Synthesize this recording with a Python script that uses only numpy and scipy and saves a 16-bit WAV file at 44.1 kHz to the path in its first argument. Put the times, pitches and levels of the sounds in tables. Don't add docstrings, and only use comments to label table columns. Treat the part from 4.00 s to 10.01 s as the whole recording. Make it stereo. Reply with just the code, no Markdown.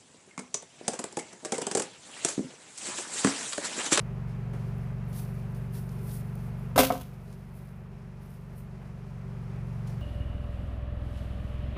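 import sys
import numpy as np
from scipy import signal
from scipy.fft import rfft, irfft
from scipy.io import wavfile

SR = 44100
rng = np.random.default_rng(int(sys.argv[2]) if len(sys.argv) > 2 else 0)


def ratio_of_db(decibels):
    return 10 ** (np.asarray(decibels, float) / 20)


def pcm_store(signal):
    levels = np.round(np.clip(np.atleast_2d(signal), -1, 1) * 32767)
    wavfile.write(sys.argv[1], SR, levels.astype(np.int16).T)


N = 265041
LEFT_DB = 3.2
MIC_BALANCE = 10 ** (np.array([[LEFT_DB / 2], [-LEFT_DB / 2]]) / 20)


# start_s, hoop_db, wall_db, air_db
PIPE_CONTACTS = [(2.760, -42, -21, -23), (2.778, -12, -22, -31), (2.7829, -20, -15, -34.5),
                 (2.7891, -14, -15, -14.5), (2.796, -22, -19, -20.5), (2.804, -21, -20, -23),
                 (2.833, -21, -22, -30), (2.903, -19, -20, -29), (2.9072, -23, -24, -40),
                 (2.921, -44, -34, -27), (2.953, -37, -35, -44), (3.010, -48, -46, -48)]
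# mode_hz, level_db, t60_s
HOOP_MODES = [(615, -12, .06), (670, -8, .08), (718, 0, .065), (760, -14, .04)]
# mode_hz, level_db, t60_s
WALL_MODES = [(925, -10, .06), (1030, -7, .045), (1140, -10, .04), (1290, -6, .045), (1470, -11, .06),
              (1550, -5, .045), (1800, -14, .03), (2040, -7, .035), (2230, -9, .03), (2460, -12, .025),
              (2700, -8, .025), (2910, -8, .025), (3250, -12, .02), (3600, -10, .02), (3900, -12, .02)]
# mode_hz, level_db, t60_s
AIR_MODES = [(90, -5, .09), (135, -14, .1), (263, -2, .26), (315, -17, .1), (418, -8, .14), (523, 0, .17)]
LANDING_HZ, BOUNCE_HZ, BOUNCE_S = 4000, 1500, 2.9


def pipe():
    out = np.zeros(N)
    for start_s, hoop_db, wall_db, air_db in PIPE_CONTACTS:
        i = round(start_s * SR)
        push_hz = LANDING_HZ if start_s < BOUNCE_S else BOUNCE_HZ
        click = np.zeros(SR // 2)
        click[0] = 1
        push = signal.sosfilt(signal.butter(2, push_hz, fs=SR, output="sos"), click)

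        modes = [(hz, ratio_of_db(db + hoop_db), t60_s) for hz, db, t60_s in HOOP_MODES]
        for k, (hz, db, t60_s) in enumerate(AIR_MODES):
            modes.append((hz, (-1) ** k * ratio_of_db(db + air_db), t60_s))
        for hz, db, t60_s in WALL_MODES:
            strength, sign = rng.normal(0, 1, 2)
            modes.append((hz, np.sign(sign) * ratio_of_db(db + wall_db + 2 * strength), t60_s))

        for hz, gain, t60_s in modes:
            out[i:i + len(push)] += gain * ring(push, hz, t60_s)
    return out


# start_s, level_db, t60_s
CRUSHES = [
    (2.760, -29, 0.08516),
    (2.778, -16.5, 0.0947),
    (2.7829, -14.5, 0.02483),
    (2.7891, -12, 0.0974),
    (2.796, -17.5, 0.2413),
    (2.833, -29, 0.3073),
    (2.903, -37, 0.0633),
    (2.921, -42, 0.5069),
    (3.010, -42.5, 0.11814),
]
# freq_hz, density_db
CRUNCH_COLOUR = [(470, -30), (800, -5), (1300, -6), (1900, -6), (2200, 1), (2850, 2), (3600, 0), (6300, -3),
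                 (7700, -6), (9000, -3), (12700, 0), (15700, -4)]


def crunch():
    return dying(CRUSHES) * ratio_of_db(1.6 * drift(80.0)) * diffuse(CRUNCH_COLOUR, grain_db=3.0)


COOP_T60_S, COOP_CUT_HZ, COOP_DB = 0.23395, 5200, -13


def coop(x):
    out = np.zeros((2, N))
    dull = np.exp(-2 * np.pi * COOP_CUT_HZ / SR)
    start, stop = round(2.7 * SR), round(3.7 * SR)
    lags = (rng.uniform(0.0086, 0.024, 16) * SR).astype(int)
    for k, lag in enumerate(lags):
        loop = x[start:stop].copy()
        gain, state = ratio_of_db(-60 * lag / SR / COOP_T60_S), [0.]
        for i in range(lag, len(loop), lag):
            back, state = signal.lfilter([gain * (1 - dull)], [1, -dull], loop[i - lag:i], zi=state)
            loop[i:i + lag] += back[:len(loop) - i]
        out[k % 2, start:stop] += (loop - x[start:stop]) * (-1) ** (k // 2)
    apart = signal.lfilter(*signal.butter(1, 700, "high", fs=SR), out[0] - out[1])
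    return ratio_of_db(COOP_DB) * (out.sum(axis=0) + apart * [[1], [-1]]) / 2


# start_s, cloth_db, straw_db, swell_s_per_20db, fade_s_per_20db (negative: no fade,
# stays to the end)
MOVES = [(0.0, -70, -58, .02, .02), (0.3, -83.5, -65, .03, .06), (0.55, -75, -63, .01, .3),
         (0.68, -68, -71, .15, .2), (0.84, -70, -72, .1, .2), (1.181, -47, -54, .08, 0.118),
         (1.36, -64, -67, .2, .4), (1.565, -61, -67, .01, .25), (1.76, -50, -55, .03, .11),
         (1.92, -62, -66, .2, 0.5835), (2.129, -47.5, -56, 0.152, .15), (2.43, -61, -65, .2, 0.1707),
         (2.6, -65, -70.5, .1, .3), (3.3, -66, -66, .3, .4), (3.58, -63, -68.5, .12, .3),
         (3.93, -85, -72.5, .03, -0.5285), (4.24, -67, -70, .05, .15), (4.33, -64, -71.5, .1, .15),
         (4.59, -61, -72, .09, .08), (4.87, -80, -69, .04, .06), (5.1, -81.5, -73, .1, .2),
         (5.41, -88, -72, .25, 0.6761), (5.65, -80, -72, .1, -0.0278), (5.885, -66, -60, .004, .12)]
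HOLD_S = .03


def swells(column):
    t, power = np.arange(N) / SR, 1e-12
    for row in MOVES:
        start_s, swell_s, fade_s = row[0], row[3], row[4]
        before = (start_s - HOLD_S / 2 - t) / swell_s
        after = (t - start_s - HOLD_S / 2) / fade_s
        away = np.maximum(np.maximum(before, after), 0)
        power = power + ratio_of_db(row[column] - 20 * away) ** 2
    return 10 * np.log10(power)


# start_s, peak_db, t60_s, left_over_right_db
STRAW_SNAPS = [(0.5494, -59, 0.02986, -15), (0.9796, -61, 0.01996, -1), (1.1294, -44.5, 0.0469, 1.5),
               (1.2495, -45, 0.0175, 2), (1.5468, -44.5, 0.03024, -0.5), (1.8917, -40.5, 0.01775, 4.5),
               (1.9893, -52.5, 0.02907, 1.5), (2.1133, -45.5, 0.0277, 1), (2.1694, -45, 0.02452, -3),
               (3.1398, -54, 0.0293, 4), (3.3276, -47.5, 0.0366, 2.5), (3.6893, -56.5, 0.03034, 4),
               (4.8194, -66.5, 0.02848, 3), (5.8732, -43, 0.05, 1.5)]
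# start_s, level_db, t60_s
FOOTFALLS = [
    (.535, -43, 0.25),
    (4.815, -51.5, 0.3),
    (5.87, -61, 0.117),
]
# freq_hz, density_db
CLOTH_COLOUR = [(5000, -26), (7500, -12), (9000, -3), (11500, -0.5), (13500, -5), (15000, -3.5),
                (15700, -6)]
# freq_hz, density_db
STRAW_COLOUR = [(2000, -8), (3500, -4), (5200, -1.5), (7700, -8), (10000, -6), (15500, -23)]
# freq_hz, density_db
FOOTFALL_COLOUR = [(90, -17), (330, 2), (1000, -5.5), (2200, -10.5), (4000, -34)]
SNAP_DB, SNAP_TILT_DB = -9, 6


def walker():
    cloth = ratio_of_db(swells(column=1) + 1.5 * drift(30.0)) * diffuse(CLOTH_COLOUR, grain_db=3.0)
    grains = diffuse(STRAW_COLOUR, grain_db=2.0)
    straw = ratio_of_db(swells(column=2) + 1.5 * drift(40.956)) * grains

    snaps = 0
    for start_s, peak_db, t60_s, pan_db in STRAW_SNAPS:
        half_db = (pan_db - LEFT_DB) / 2
        snaps = snaps + dying([(start_s, peak_db + SNAP_DB, t60_s)]) * ratio_of_db([[half_db], [-half_db]])
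    sharp = rms_one(grains + ratio_of_db(SNAP_TILT_DB) * np.diff(grains, prepend=0))

    boots = dying(FOOTFALLS) * diffuse(FOOTFALL_COLOUR, grain_db=1.5)
    return cloth + straw + snaps * sharp + boots


# time_s, firing_hz
FIRING = [(0.0, 23.9), (.5, 23.4), (.75, 23.35), (1.1, 23.6), (1.65, 23.68), (1.95, 23.84), (3.45, 23.9),
          (3.75, 23.7), (4.05, 23.75), (4.35, 23.88), (4.65, 23.58), (4.95, 23.48), (5.25, 23.28),
          (5.55, 23.13), (6.01, 23.2)]
# firing_multiple, level_db
ORDERS = [(1, -38), (2, -7), (3, -15), (4, -11), (5, 1), (6, -1.5), (7, -5.5), (8, -8), (9, -11.5),
          (10, -40.5)]
# freq_hz, left_over_right_db
THROB_LEFT = [(47, 2.5), (71, 5), (118, -1.796), (142, 1), (190, 0)]
# freq_hz, share
SWING_SHARE = [(47, .7), (95, .7), (118, 1.35), (142, 1.1), (190, .8), (213, .7)]
# freq_hz, density_db
RUMBLE_COLOUR = [(10, -34), (30, -19), (42, -8), (62, 1), (105, -4), (180, -4), (222, -7), (245, -17),
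                 (330, -80)]
# freq_hz, density_db
ROAR_COLOUR = [(150, -47.5), (220, -15), (255, -14), (320, -17.5), (480, -14), (1300, -15), (1650, -19.5),
               (2500, -24.5), (3600, -35), (5500, -38), (8500, -45), (14000, -62)]
# freq_hz, width_hz, level_db
ROAR_BOOMS = [(390.42, 51.29, -3.5), (635.21, 110.45, -21), (1007.1, 30, -23)]
THROB_DB, RUMBLE_DB, ROAR_DB = -35.6, -12.5, -49.1
IDLE_HZ, LOAD_DB_PER_HZ = 23.7, 2.8
ECHO_S, ECHO_SHARE = .0134, .9
SMEAR = -.6
THROB_LAG_S = .00025
ROAR_FOLLOWS = 0.6458


def engine():
    time_s, speed_hz = np.transpose(FIRING)
    firing_hz = np.interp(np.arange(N) / SR, time_s, speed_hz)
    level_db = gain_dip() + LOAD_DB_PER_HZ * (IDLE_HZ - firing_hz)
    turn = 2 * np.pi * np.cumsum(firing_hz) / SR
    side = np.array([[.5], [-.5]])

    throb = 0
    for k, db in ORDERS:
        hz = k * np.mean(firing_hz)
        echo = 1 + ECHO_SHARE * np.exp(-2j * np.pi * hz * ECHO_S)
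        path = SMEAR * k ** 2 + np.angle(echo)
        wobble = .15 * drift(2.0)
        lag = side * 2 * np.pi * hz * THROB_LAG_S
        swing_db = at_hz(SWING_SHARE, hz) * level_db
        gain = ratio_of_db(db + 0.19 * drift(1.4) + side * at_hz(THROB_LEFT, hz) + swing_db)
        throb = throb + gain * np.cos(k * turn + path + wobble - lag)

    follow_db = ROAR_FOLLOWS * level_db
    rumble = ratio_of_db(RUMBLE_DB + follow_db) * diffuse(RUMBLE_COLOUR, grain_db=-0.5258)
    roar = diffuse(ROAR_COLOUR, grain_db=0.1913, booms=ROAR_BOOMS)
    return ratio_of_db(THROB_DB) * (throb + rumble) + ratio_of_db(ROAR_DB + follow_db + .5 * drift(6.8)) * roar


# freq_hz, density_db
HISS_COLOUR = [(2500, -22), (4500, -9), (7000, -5), (8000, -6), (10000, 0), (12000, -2), (14000, -5),
               (15600, -7)]
HISS_DB, HISS_FOLLOWS = -72.5, .75


def hiss():
    return ratio_of_db(HISS_DB + HISS_FOLLOWS * gain_dip()) * diffuse(HISS_COLOUR, grain_db=-1.0) * MIC_BALANCE


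BLOW_S, DIP_DB, DIP_FALL_S, RECOVER_S, RECOVER_SPAN_S = 2.7692, -8, .17, 5.35, .3


def gain_dip():
    t = np.arange(N) / SR
    fall = 1 - np.exp(-np.maximum(t - BLOW_S, 0) / DIP_FALL_S)
    return DIP_DB * fall / (1 + np.exp((t - RECOVER_S) / RECOVER_SPAN_S))


def ring(push, hz, t60_s):
    r, w = ratio_of_db(-60 / (t60_s * SR)), 2 * np.pi * hz / SR
    return signal.lfilter([0, np.sin(w)], [1, -2 * r * np.cos(w), r * r], push + 1e-18)


def dying(rows):
    power, t = np.zeros(N), np.arange(N) / SR
    for start_s, db, t60_s in rows:
        i = round(start_s * SR)
        after = t[:min(N - i, SR)]
        attack = np.minimum(after / 0.00045, 1)
        power[i:i + len(after)] += ratio_of_db(db - 60 * after / t60_s) ** 2 * attack
    return np.sqrt(power)


# freq_hz, correlation
LIKENESS = [(60, 0.9684), (110, 1), (200, 0.478), (380, 0.8723), (700, 0.3177), (1290, -0.3275),
            (2380, 0.2595), (4400, 0.0485), (8120, -0.08), (15000, 0.0)]


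def diffuse(spectrum, grain_db, booms=()):
    grains = rng.standard_normal((2, N)) * ratio_of_db(grain_db * rng.exponential(1, (2, N)))
    hz = np.maximum(np.fft.rfftfreq(N, 1 / SR), 1)
    colour = ratio_of_db(at_hz(spectrum, hz))
    for boom_hz, width_hz, boom_db in booms:
        colour = colour * (1 + ratio_of_db(boom_db + 13) / (1 + (2 * (hz - boom_hz) / width_hz) ** 2))
    alike = np.clip(at_hz(LIKENESS, hz), -1, 1)
    mid, side = rfft(grains) * colour
    return rms_one(irfft(np.sqrt(1 + alike) * mid + np.sqrt(1 - alike) * side * [[1], [-1]], N))


def drift(rate_hz):
    r = np.exp(-2 * np.pi * rate_hz * 40 / SR)
    slow = signal.lfilter([1], [1, -2 * r, r * r], rng.standard_normal(N // 40 + 2002))[2000:]
    return np.interp(np.arange(N) / 40, np.arange(len(slow)), rms_one(slow))


def at_hz(points, hz):
    freq_hz, value = np.transpose(points)
    return np.interp(np.log(hz), np.log(np.maximum(freq_hz, 1)), value)


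def rms_one(x):
    return x / np.sqrt(np.mean(x ** 2) + 1e-20)


PIPE_LEFT_DB, PIPE_LAG_S = 3.6, .00016


def scene():
    knock = pipe()
    late = np.interp(np.arange(N) - PIPE_LAG_S * SR, np.arange(N), knock)
    direct = np.array([knock * ratio_of_db(PIPE_LEFT_DB - LEFT_DB), late])
    return (direct + coop(knock) + crunch() + walker() + engine()) * MIC_BALANCE


def band_limit(x):
    return signal.sosfilt(signal.butter(12, 15980, fs=SR, output="sos"), x)


def record(dry):
    mix = dry + hiss()
    mix = signal.sosfilt(signal.butter(2, 30, "high", fs=SR, output="sos"), mix)
    mix = np.tanh(mix)
    mix = signal.sosfilt(signal.ellip(10, .5, 60, 15480, fs=SR, output="sos"), mix)
    return band_limit(mix)


dry = scene()
out = record(dry)
pcm_store(out)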